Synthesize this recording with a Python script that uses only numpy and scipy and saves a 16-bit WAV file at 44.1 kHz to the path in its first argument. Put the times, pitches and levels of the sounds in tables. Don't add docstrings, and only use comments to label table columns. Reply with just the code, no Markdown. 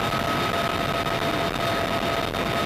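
import sys
import numpy as np
from scipy import signal
from scipy.fft import rfft, irfft, next_fast_len
from scipy.io import wavfile
from scipy.ndimage import uniform_filter1d

SR = 44100
rng = np.random.default_rng(int(sys.argv[2]) if len(sys.argv) > 2 else 0)


def boost(x):
    u = np.asarray(x, float) / 20
    return 10 ** u


def store_pcm(level_fs):
    pcm = np.round(np.clip(level_fs, -1, 1) * 32767).astype(np.int16)
    wavfile.write(sys.argv[1], SR, np.atleast_2d(pcm).T)


N = 116865
TOP_HZ = 15100


def unit(x):
    return x / np.sqrt(np.mean(x ** 2))


def curve_db(points, hz):
    f, db = np.array(points, float).T
    return np.interp(np.log(np.maximum(hz, 1)), np.log(f), db)


def shape(x, gain):
    size = next_fast_len(N + 4096)
    hz = np.arange(size // 2 + 1) * SR / size
    return irfft(rfft(x, size) * gain(hz), size)[..., :N]


def walk(rate_hz):
    hold = int(SR / rate_hz)
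    steps = np.repeat(rng.standard_normal(N // hold + 1), hold)
    slewed = uniform_filter1d(uniform_filter1d(steps, hold), hold)
    return unit(slewed[:N])


# [f/Hz, density/dB per Hz]
ROAR_SPECTRUM = [(120, -2.5), (250, -3.5), (500, -6.5), (1000, -12.5), (2000, -15.5), (3500, -24),
                 (6000, -34), (14000, -49.5)]
ROAR_DB, ROAR_FLICKER_DB, ROAR_SWELL_DB = 5.5, 1.06, 0.44


def roar():
    out, swell = 0, walk(1.7)
    for hz in 110 * 2 ** np.arange(0, 7.5, .5):
        def band_gain(f):
            octaves = np.log2(np.maximum(f, 1) / hz)
            return boost(curve_db(ROAR_SPECTRUM, f)) * np.exp(-(octaves / 0.37) ** 2)
        band = shape(rng.standard_normal(N), band_gain)
        out = out + band * boost(ROAR_SWELL_DB * swell + ROAR_FLICKER_DB * walk(11))
    return boost(ROAR_DB) * unit(out)


def eddies():
    level_db, centre_hz, width_hz = 3.5, 83.3, 141
    hump = shape(rng.standard_normal(N), lambda f: np.exp(-.5 * ((f - centre_hz) * 2 / width_hz) ** 2))
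    return boost(level_db) * unit(hump)


# [t/s, f/Hz, spread/cycles, signed strength/rail before GUST_DB]
GUST_TIMES = [(0.0105, 43, 0.25, 1.77), (0.1083, 43, 0.4, -1.7), (0.234, 43, 1.8, -0.99),
              (0.3352, 43, 0.6, -0.93), (0.4814, 28, 0.4, 0.9), (0.5118, 38, 0.4, -1.54),
              (0.6251, 43, 0.6, 1.15), (0.7084, 28, 0.9, -0.7), (0.7737, 38, 0.6, 0.89),
              (0.8451, 48, 1.8, -0.76), (0.9523, 43, 1.8, 0.76), (1.0401, 33, 0.4, 1.82),
              (1.1095, 43, 0.9, 1.13), (1.1973, 38, 0.6, -1.75), (1.3185, 28, 0.6, -0.98),
              (1.3903, 48, 1.8, 0.8), (1.549, 43, 1.8, -1.25), (1.5779, 33, 1.8, 0.75),
              (1.78, 48, 0.9, 1.16), (1.8752, 38, 1.8, 0.83), (1.8997, 48, 1.8, 0.54),
              (2.0094, 38, 0.9, -1.24), (2.1626, 55, 1.8, -0.73), (2.1776, 33, 1.3, 0.97),
              (2.2938, 43, 1.8, -1.63), (2.3137, 28, 1.3, -0.51), (2.3556, 48, 1.3, 0.72),
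              (2.4539, 48, 1.3, 0.99), (2.5457, 33, 0.6, -1.27), (2.647, 48, 0.25, -1.54)]
GUST_DB = 10.5


def gust_rings(t):
    rings = 0
    for peak_s, hz, cycles, strength in GUST_TIMES:
        phase = (t - peak_s) * hz
        rings = rings + strength * np.cos(2 * np.pi * phase) * np.exp(-.5 * (phase / cycles) ** 2)
    return boost(GUST_DB) * rings


# [t/s, length/ms; sign = which rail]
LONG_SWINGS = [(0.0102, 4.8), (0.1078, -6.2), (0.1858, -6.1), (0.2335, -6.3), (0.2665, 7.2), (0.5263, 8.4),
               (0.6834, 9.2), (0.7682, 4.8), (0.8663, -6.3), (0.9295, 7.6), (1.038, 7.5), (1.0545, -6.8),
               (1.0988, -8.6), (1.1994, -5.6), (1.2093, 9.1), (1.4903, 5.1), (1.4997, -6.0), (1.5142, 4.8),
               (1.5277, -6.9), (1.5371, 5.4), (1.5495, -5.5), (1.5845, 6.0), (1.8645, -6.9), (1.9956, 7.1),
               (2.2214, -7.0), (2.2572, 7.0), (2.3043, 7.4), (2.3159, -10.8), (2.3293, 9.7), (2.4434, -5.3)]
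SHORT_SWINGS = [(0.1201, 4.1), (0.2212, 2.8), (0.26, -3.2), (0.4891, -3.0), (0.5723, 4.4), (0.6246, 4.0),
                (0.7105, -4.1), (0.7865, -3.8), (0.9176, -3.3), (1.1939, -3.0), (1.5722, -2.9),
                (1.5984, -3.4), (1.6201, -4.3), (1.8296, -4.2), (1.8993, 4.1), (1.9794, -4.8),
                (1.9876, -3.5), (2.0605, -3.3), (2.108, -3.4), (2.1611, -4.6), (2.2829, 3.0),
                (2.2941, -3.7), (2.3418, -4.1), (2.3548, 4.4), (2.3733, 2.9), (2.423, -4.3), (2.4834, -2.9),
                (2.5256, 3.3), (2.5418, -4.5), (2.6173, 3.1)]
LONG_SWING_DB, SHORT_SWING_DB = 19, 14.5
SWING_WIDEN, SWING_EDGE = .98, 3.5


def swing_crests(t):
    crests = 0
    for swings, db in ((LONG_SWINGS, LONG_SWING_DB), (SHORT_SWINGS, SHORT_SWING_DB)):
        for centre, ms in swings:
            offset = np.abs((t - centre) * 2000 / (ms * SWING_WIDEN))
            crests = crests + boost(db) * np.sign(ms) * np.exp(-offset ** SWING_EDGE)
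    return crests


# [t/s, low whine f/Hz, middle whine f/Hz, high whine f/Hz]
GEAR_SPEED = [(0, 682, 1276, 3690), (.5, 680.2, 1275.3, 3682), (1.3, 676.8, 1270.3, 3669),
              (1.9, 677.5, 1269.3, 3665), (2.65, 676.6, 1268, 3666)]
# [level/dB re rail, level flutter/dB, pitch flutter/share, response/dB per dB load]
WHINE_SETTINGS = [
    (1, 1.7, 0.00086, -0.24),
    (1, 1.75, 0.00052, 0.73),
    (-6.5, 2, 0.000915, -0.42),
]
# [t/s, load/dB]
GEARBOX_LOAD = [(0, 4.5), (.45, 0.5), (.8, 2), (1.2, -0.5), (1.6, -1.5), (2.1, -3.5), (2.65, -2.5)]


def whines(t):
    gears, out = np.array(GEAR_SPEED, float), 0
    load_db = np.interp(t, *np.array(GEARBOX_LOAD).T)
    for k, (db, flutter_db, share, response) in enumerate(WHINE_SETTINGS):
        hz = np.interp(t, gears[:, 0], gears[:, k + 1]) * (1 + share * walk(30.07))
        flutter = 0.78 * walk(20) + 0.9 * walk(70)
        level = boost(db + response * load_db + flutter_db * flutter)
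        out = out + level * np.sqrt(2) * np.sin(2 * np.pi * np.cumsum(hz) / SR)
    return out


def scene():
    t = np.arange(N) / SR
    buffet = gust_rings(t) + swing_crests(t) + eddies()
    return np.tile(buffet + whines(t) + roar(), (2, 1))


def preamp(x):
    rail_db, knee, hiss_db, hiss_hz = -19.5, 4.3, -46.5, 4200
    hiss = unit(shape(rng.standard_normal(N), lambda f: 1 / (1 + 1j * f / hiss_hz)))
    return boost(rail_db) * x / (1 + np.abs(x) ** knee) ** (1 / knee) + boost(hiss_db) * hiss


def low_cut(f):
    cut_hz, q, coupling_hz = 110, .56, 3
    s = 1j * f
    return s ** 2 / (s ** 2 + s * cut_hz / q + cut_hz ** 2) * s / (s + coupling_hz)


# [f/Hz, level/dB]
MIC_COLOUR = [(300, -1.5), (1500, -2), (3000, -1.5), (4500, -5), (6500, -9.5), (9000, -8), (14000, 0.5),
              (15000, -2)]


def colour(x):
    return shape(x, lambda f: low_cut(f) * boost(curve_db(MIC_COLOUR, f)) * (f < TOP_HZ))


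PATCH_DB, SIDE_DB, SIDE_HZ, SIDE_SWELL_DB, SIDE_PATCH_DB = 1, -7.5, 5260, 7, 7


def treble(mid):
    change, side, swell = 0, 0, walk(29.87)
    for hz in np.arange(4200, 16000, 600):
        def strip(f):
            return np.cos(np.pi / 2 * np.clip((f - hz) / 600, -1, 1)) ** 2
        band = shape(mid, strip)
        change = change + band * (boost(PATCH_DB * walk(44.95)) - 1)
        scrambled = shape(band * walk(900), strip)
        patch_db = SIDE_SWELL_DB * swell + SIDE_PATCH_DB * walk(39.7)
        side = side + scrambled * boost(np.minimum(patch_db, 4))
    side = shape(side, lambda f: (f < TOP_HZ) / (1 + (SIDE_HZ / np.maximum(f, 1)) ** 6))
    return mid + change, boost(SIDE_DB) * side


def low_pass(x):
    return signal.sosfilt(signal.butter(12, 15650, fs=SR, output="sos"), x)


def record(dry):
    mid, side = treble(colour(preamp(dry[0])))
    return low_pass(np.array([mid + side, mid - side]))


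dry = scene()
out = record(dry)
store_pcm(out)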